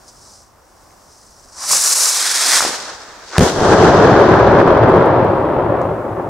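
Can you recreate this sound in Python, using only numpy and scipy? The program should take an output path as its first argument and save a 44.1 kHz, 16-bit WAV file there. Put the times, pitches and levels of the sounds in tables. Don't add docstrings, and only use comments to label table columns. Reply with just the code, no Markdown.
import sys
import numpy as np
from scipy import signal
from scipy.fft import rfft, irfft, next_fast_len
from scipy.io import wavfile
from scipy.ndimage import uniform_filter1d, map_coordinates

SR = 44100
rng = np.random.default_rng(int(sys.argv[2]) if len(sys.argv) > 2 else 0)


def linear_from_db(decibels):
    return 10 ** (np.asarray(decibels, float) / 20)


def inscribe(sig):
    pcm = np.round(np.clip(np.atleast_2d(sig).T, -1, 1) * 32767)
    wavfile.write(sys.argv[1], SR, pcm.astype(np.int16))


N = 277388
BURST_S = 3.3818


def unit(x):
    return x / np.sqrt(np.mean(x ** 2) + 1e-20)


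def along(points, hz):
    f, v = np.transpose(points)
    return np.interp(np.log(hz + 1), np.log(f + 1), v)


def curves(rows):
    s, *cols = np.transpose(rows)
    return [np.interp(np.arange(N) / SR, s, c) for c in cols]


def swells(events):
    s = np.arange(N) / SR
    return sum(db * np.exp(-((s - at) / long_s) ** 2) for at, db, long_s in events)


def wobble(rate):
    knots = rng.standard_normal(int(N * rate / SR) + 4)
    return map_coordinates(knots, [np.arange(N) * rate / SR])


def sides(pan_db):
    return linear_from_db(np.array([pan_db, -pan_db]) / 2)


def rush(spectrum, alike, lumpy_db, rate):
    m = next_fast_len(N + 8192)
    hz = np.fft.rfftfreq(m, 1 / SR)
    lumps = linear_from_db(lumpy_db * wobble(rate))
    turn = np.arccos(np.clip(along(alike, hz), -1, 1)) / 2
    shape = linear_from_db(along(spectrum, hz)) * [np.cos(turn), np.sin(turn)]
    noise = lumps * rng.standard_normal((2, N))
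    mid, side = irfft(rfft(noise, m) * shape, m)[:, :N]
    return unit(np.array([mid + side, mid - side]))


# (delay [ms], strength [ratio])
BANK_BOUNCES = [(1.75, 0.1), (2.3, 0.32)]


def staged(stage, spectra, alikes, lumpy_db, rate, combed=0):
    out = np.zeros((2, N))
    for k, (spectrum, alike) in enumerate(zip(spectra, alikes)):
        noise = rush(spectrum, alike, lumpy_db, rate)
        if k < combed:
            bounces = sum(strength / (1 + k) * np.roll(noise, round(ms * SR / 1000), axis=1)
                          for ms, strength in BANK_BOUNCES)
            noise = unit(noise + bounces)
        out += np.sqrt(np.clip(1 - np.abs(stage - k), 0, 1)) * noise
    return out


def puffs(rows):
    out, t = np.zeros(N + SR), np.arange(SR // 20) / SR
    for s, db, hz, cycles in rows:
        u = 3 * t * hz / cycles
        grain = uniform_filter1d(rng.standard_normal(len(t)), size=int(SR / hz))
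        rough = 1 + 0.17 * grain * np.sqrt(SR / hz)
        envelope = linear_from_db(db + 4.0) * u ** 2 * np.exp(-u)
        out[round(s * SR):][:len(t)] -= envelope * rough * np.sin(2 * np.pi * hz * t)
    return out[:N]


# (frequency [Hz], level [dB per Hz])
RUMBLE_COLOUR = [(15, -40), (25, -5), (48, -3), (92, -5.5), (145, -13.5), (170, -26.5), (220, -54.5),
                 (370, -120)]
# (frequency [Hz], level [dB per Hz])
MEADOW_COLOUR = [(76, -35), (130, -8), (321, -5.5), (400, -6.5), (540, -5), (744, -5), (807, -4.5),
                 (1110, -7), (2480, -24.5), (5530, -22.5), (15700, -27.5)]
# (frequency [Hz], likeness [-1 to 1])
MEADOW_ALIKE = [(60, 0.93), (240, 0.58), (950, 0.61), (3770, 0.21), (15000, 0.35)]


def meadow():
    s = np.arange(N) / SR
    low_db = -59.5 + 1.5 * wobble(12)
    rumble = linear_from_db(low_db + 4.0) * rush(RUMBLE_COLOUR, MEADOW_ALIKE, lumpy_db=-1, rate=10)
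    creep_db = np.interp(s, [3.6, 5.2], [0, 1.5])
    air_db = -49.5 + creep_db + 0.39 * wobble(4.0)
    return rumble + linear_from_db(air_db) * rush(MEADOW_COLOUR, MEADOW_ALIKE, lumpy_db=1, rate=8.5)


# (time [s], hiss level [dB])
FUSE_BURN = [(0, -53), (.14, -50), (.3, -44.5), (.41, -48), (.55, -64), (.69, -57), (1.03, -53.5),
             (1.12, -49), (1.47, -50)]
# (time [s], hiss level [dB])
MOTOR_BURN = [(1.51, -47), (1.62, -26.5), (1.68, -20), (1.72, -10), (1.78, -13.5), (2.07, -13), (2.24, -18),
              (2.45, -14.5), (2.56, -9.5)]
# (time [s], level [dB], length [s])
FLARES = [
    (.088, 10, 0.013),
    (.35, 3, .01),
    (1.937, 1, 0.011),
    (1.945, -7, .006),
    (2.052, 0.5, .03),
    (2.588, -1.5, 0.017),
]
# (frequency [Hz], level [dB per Hz])
HISS_COLOURS = [
    [(1880, -53), (3200, -22), (3490, -20.5), (4990, -3.5), (5580, -2), (7070, -7.5), (7660, -7.5),
     (8850, -9), (11500, -22), (15000, -51.5), (22000, -120)],
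    [(1710, -50), (2900, -22.5), (3770, -10.5), (5480, -0.5), (7640, -1.5), (10300, -6.5), (13300, -19),
     (14900, -21.5), (15700, -27.5)],
    [(1710, -33), (2900, -16), (3310, -3.5), (3920, -3), (5070, 0.5), (6990, -1), (9120, -3.5),
     (11500, -13), (15400, -26.5)],
    [(1400, -42), (2500, -13.5), (3800, -6), (5400, -4), (7000, -8), (9000, -18), (12000, -39),
     (16000, -70)],
]
# (frequency [Hz], level [dB per Hz])
ROAR_COLOURS = [
    [(120, -48), (200, -12), (473, -17), (561, -6), (1120, 3), (3000, -20), (3900, -42), (6600, -120)],
    [(71, -50), (120, -13), (316, -15.5), (468, -7.5), (1040, -2), (1120, 0), (3000, -8.5), (3900, -38),
     (6600, -120)],
    [(71, -63), (120, -27.5), (288, -15), (535, -12), (673, -8), (846, -6.5), (1800, -2), (3000, -12.5),
     (3900, -39), (6600, -120)],
    [(71, -48), (120, -18), (363, -6.5), (398, -6.5), (454, -2.5), (1670, -2), (2800, -18), (3640, -45.5),
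     (6160, -120)],
]
ROAR_UNDER_DB = [-6.5, -13.5, -7.5, -1.5]
JET_PAN_DB = [.5, .5, -.5, .5]
# (frequency [Hz], likeness [-1 to 1])
JET_ALIKE = [(60, 0.43), (99, 0.6), (160, 0.87), (270, 0.92), (450, 0.97), (740, 0.96), (1220, 0.98),
             (2010, 1), (3330, 0.76), (5500, 0.92), (9080, 0.67), (15000, 0.88)]
ECHO_ALIKE = [(60, 0.87), (240, 0.89), (950, 0.86), (3770, 0.27), (15000, 0.05)]


def flight_stage():
    s = np.arange(N) / SR
    lights = np.interp(s, [1.55, 1.72], [0, 1]) ** 1.6
    lifts = np.interp(s, [2.08, 2.25], [0, 1])
    after_s = np.clip(s - 2.6, 0, None)
    handover = 1 - np.clip(1 - after_s / 0.41, 0, 1) ** 3.2
    return lights + lifts + handover


def rocket():
    s = np.arange(N) / SR
    stage = flight_stage()
    burn_db, = curves(FUSE_BURN + MOTOR_BURN)
    burn_db = burn_db + swells(FLARES)
    flame_db = burn_db + np.interp(stage, range(4), ROAR_UNDER_DB)
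    since_out = np.clip(s - MOTOR_BURN[-1][0], 0, None)

    def sink(db, rest_db, lag_s):
        return rest_db + (db - rest_db) * np.exp(-since_out / lag_s)

    crackle = linear_from_db(-27 + 130 * np.minimum(s - BURST_S, 0))
    hiss_size = np.hypot(linear_from_db(sink(burn_db, rest_db=-55.5, lag_s=0.44)), crackle)
    motor_roar = (s > MOTOR_BURN[0][0] - .05) * linear_from_db(sink(flame_db, rest_db=-43, lag_s=0.27))
    roar_size = np.hypot(motor_roar, linear_from_db(-56.5))
    flutter, alikes = wobble(45), [JET_ALIKE, JET_ALIKE, JET_ALIKE, ECHO_ALIKE]
    hiss = staged(stage, HISS_COLOURS, alikes, lumpy_db=1.32, rate=340, combed=1.7)
    hiss = hiss_size * linear_from_db(0.84 * flutter) * hiss
    roar = staged(stage, ROAR_COLOURS, alikes, lumpy_db=-0.5, rate=160)
    roar = roar_size * linear_from_db(1.1 * flutter) * roar
    spent = np.sqrt(np.clip((3.33 - s) / .05, 0, 1))
    pan = sides(np.interp(stage, range(4), JET_PAN_DB))
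    return (s < BURST_S) * hiss * pan + spent * roar


# (time [s], peak level [dB], pitch [Hz], length [cycles])
SPITS = [(0.091, -41, 6000, 37), (.35, -50, 6000, 6), (.668, -53, 7000, 3.4), (0.907, -43, 2034, 1.6),
         (1.709, -12.5, 1070, 2.4), (1.732, -8.5, 1080, 1.7), (2.606, -2.5, 1200, 1.2),
         (2.6248, -3, 850, .7), (2.638, -11, 750, 1), (2.65, -4, 700, .8), (2.662, -17, 350, 1.5),
         (2.695, -12, 900, 1), (2.676, -13.5, 910, 1.9), (2.69, -18, 348, 1), (2.705, -16.5, 447, 1.4),
         (3.355, -12, 1300, 2.1), (3.358, -13, 1400, 1.1), (3.366, -4.5, 1087, 0.87),
         (3.374, -12, 1210, 1.1), (5.243, -9.5, 444, 2), (5.493, -20, 399, 1.8), (5.817, -29, 6470, 1.1),
         (5.832, -41, 6450, 2.4)]


def spits():
    return puffs(SPITS)


# (time [s], body level [dB])
ROLL_LEVEL = [(3.5, -26), (3.61, -12.5), (3.72, -7.5), (3.88, -6.5), (4.3, -7), (5.03, -9), (5.37, -13.5),
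              (5.85, -17), (6.29, -23.5)]
# (time [s], level [dB], length [s])
PEALS = [(3.572, -2, .015), (3.626, -3, 0.0087), (3.728, 4, 0.016), (3.77, -7.5, 0.023), (3.87, 2.5, .03),
         (3.897, 0, 0.022), (3.929, -4.5, .03), (4.32, 3, .05), (4.601, 8, 0.013), (4.644, -5, 0.019),
         (4.693, 3.5, .025), (4.77, 4.5, 0.013), (4.798, -2, 0.018), (4.963, 2.5, 0.011), (4.901, 0.5, .03),
         (5.014, 2, 0.094), (5.173, 1, 0.088), (5.456, -3.5, .06), (5.752, 3.5, 0.074),
         (5.987, -4.5, 0.078)]
# (level [dB], hold [s], fall [dB per s])
NEAR_TREES = [
    (-12.5, .03, 198),
    (-5.5, 0.021, 129.5),
    (-19.5, .1, 138),
]
# (frequency [Hz], level [dB per Hz])
BOOM_COLOUR = [(15, -49), (25, -19.5), (108, 6), (188, -1), (260, -10.5), (340, -38), (570, -120)]
# (frequency [Hz], level [dB per Hz])
BODY_COLOURS = [
    [(120, -46), (200, -16), (517, -7), (1010, -7), (1110, -7.5), (1590, -6), (2800, -20), (3640, -50),
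     (6160, -120)],
    [(110, -26), (180, -6), (260, -7.5), (375, -0.5), (506, -3.5), (748, -6), (1670, -15), (2010, -25.5),
     (2800, -35), (3640, -66), (6160, -120)],
    [(110, -37.5), (180, -21.5), (248, -8), (371, 1), (467, -6), (548, 0.5), (651, -4.5), (1030, -8),
     (2800, -37.5), (3640, -70.5), (6160, -120)],
]
# (frequency [Hz], level [dB per Hz])
TWIG_COLOUR = [(1180, -11), (2000, -8.5), (2330, -17.5), (3200, -8.5), (3870, -10), (6300, -8.5),
               (8880, -16), (15500, -31.5)]
# (frequency [Hz], likeness [-1 to 1])
ROLL_ALIKE = [(60, 1), (180, 0.98), (550, 0.93), (1650, 0.71), (4970, 0.022), (15000, -0.54)]


def roll():
    s, peals = np.arange(N) / SR, wobble(21.97)
    since = s - BURST_S
    far_db, = curves(ROLL_LEVEL)
    swell_db = swells(PEALS)
    near = [linear_from_db(db - fall * np.clip(since - hold_s, 0, None)) for db, hold_s, fall in NEAR_TREES]
    crackle = linear_from_db(-22 + 173 * np.minimum(since, 0))

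    far_boom_db = far_db - 9 + 0.56 * (since - 1) + 0.79 * swell_db
    far_body_db = far_db + 0.39 * swell_db
    far_twig_db = far_db - 1.5 - 21 * np.abs(since) ** 0.45 + .4 * swell_db
    boom_size = np.hypot(near[0], linear_from_db(far_boom_db))
    body_size = np.where(since < 0, crackle, np.hypot(near[1], linear_from_db(far_body_db)))
    twig_size = np.hypot(near[2], linear_from_db(far_twig_db))

    farther = np.clip(1 + since / 0.014, 0, 1) + np.clip(since / 2.0, 0, 1) ** 1.3
    boom = boom_size * linear_from_db(0.62 * peals) * rush(BOOM_COLOUR, ROLL_ALIKE, lumpy_db=-2.5, rate=40)
    body = staged(farther, BODY_COLOURS, [JET_ALIKE, ROLL_ALIKE, ROLL_ALIKE], lumpy_db=2, rate=350)
    body = body_size * linear_from_db(0.37 * peals) * body

    hz, t, z = signal.stft(rush(TWIG_COLOUR, ROLL_ALIKE, lumpy_db=1.0, rate=400), SR, nperseg=512)
    path = np.clip(t - BURST_S - .06, 0, None) ** 1.01
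    air_db = -.4 * ((hz[:, None] / 1000) ** 2 - 16) * path
    dulled = signal.istft(z * linear_from_db(np.minimum(air_db, 6)), SR, nperseg=512)[1][:, :N]
    twigs = twig_size * linear_from_db(0.29 * peals) * dulled

    begun = np.sqrt(np.clip((s - 3.28) / .05, 0, 1))
    deaf = 1 - .8 * np.exp(-((s - 3.394) / .0125) ** 4)
    sparse = 1 - .4 * np.exp(-((s - 3.414) / .028) ** 4)
    after = s > BURST_S
    layers = sparse * (after * boom + body) + after * twigs
    return begun * deaf * sides(1.56)[:, None] * layers


# (time [s], left [pressure], right [pressure], positive phase [ms], rise [ms])
SHOCKS = [(3.3818, 4.2, 4.2, 1.9, .03), (3.3857, -4.4, -4.4, 1.45, .05), (3.3935, 1.7, 1.7, 2.3, .06),
          (3.3971, -3.2, -3.2, 1.6, .2), (3.4027, .6, .35, .5, .2), (3.4088, 2.6, 2.4, .9, .12),
          (3.4107, -1.6, -1.4, 2, .2), (3.4211, 1.3, .9, 1.2, .3), (3.4226, -1.5, -.8, 1.3, .4),
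          (3.4243, 1.6, 1.5, 2.5, .2), (3.4275, -2.4, -2.4, 1.3, .2), (3.4305, .9, .8, 1, .3),
          (3.4336, -1.2, -.8, 1.5, .4), (3.4362, 1.6, 1.2, 1.8, .6), (3.5871, 1.9, 1.7, 1.1, .5),
          (3.623, 1.5, 1.3, 1.2, .5)]
# (time [s], size [pressure])
CAPSULE_KNOCKS = [(3.38162, -1.2), (3.38184, -4.2), (3.38288, -2), (3.38298, -1.3), (3.39362, -1.2)]


def burst():
    out, ms = np.zeros((2, N)), np.arange(SR // 20) / SR * 1000
    for s, left, right, phase_ms, rise_ms in SHOCKS:
        u = ms / phase_ms
        front = (1 - u) * np.exp(-u) * (1 - np.exp(-ms / rise_ms))
        out[:, round(s * SR):][:, :len(ms)] += np.outer([left, right], front)
    for s, size in CAPSULE_KNOCKS:
        middle = round(s * SR)
        out[:, middle - 3:middle + 4] += size * np.hanning(7)
    return out


# (time [s], overload level [dB])
CLAPS = [(4.0515, -36), (4.2045, -35.5), (4.266, -36), (4.319, -30), (4.3611, -31.5), (4.392, -42.5),
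         (4.4746, -38), (4.5174, -36), (4.5873, -40), (4.6784, -35), (4.774, -31), (4.8372, -41.5),
         (4.8926, -44), (4.9614, -36), (5.059, -45.5)]


def lone_echoes():
    return puffs([(s - .001, 3.0 + 0.17 * db, 520, 1.2) for s, db in CLAPS])


def scene():
    return meadow() + rocket() + spits() + roll() + burst() + lone_echoes()


# (time [s], share of bass removed [0 to 1])
WIND_SHUT = [(1.82, 0), (1.85, 0.55), (2.06, 0.76), (2.09, 1), (2.2, 0.83), (2.24, 0.56), (2.45, 0.71),
             (2.55, 0)]


def wind_filter(x):
    m = next_fast_len(N + 8192)
    hz = np.fft.rfftfreq(m, 1 / SR)
    shut, = curves(WIND_SHUT)
    bass = irfft(rfft(x, m) / (1 + (hz / 220) ** 4), m)[:, :N]
    return x - np.clip(shut, 0, 1) * bass


def band_limit(x):
    return signal.sosfilt(signal.butter(12, 16400, fs=SR, output="sos"), x)


def record(dry):
    m = next_fast_len(N + 8192)
    hz = np.fft.rfftfreq(m, 1 / SR)
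    x = np.clip(0.95 * wind_filter(dry), -1, 1)
    x = irfft(rfft(x, m) * (hz < 15800), m)[:, :N]
    return band_limit(x)


dry = scene()
out = record(dry)
inscribe(out)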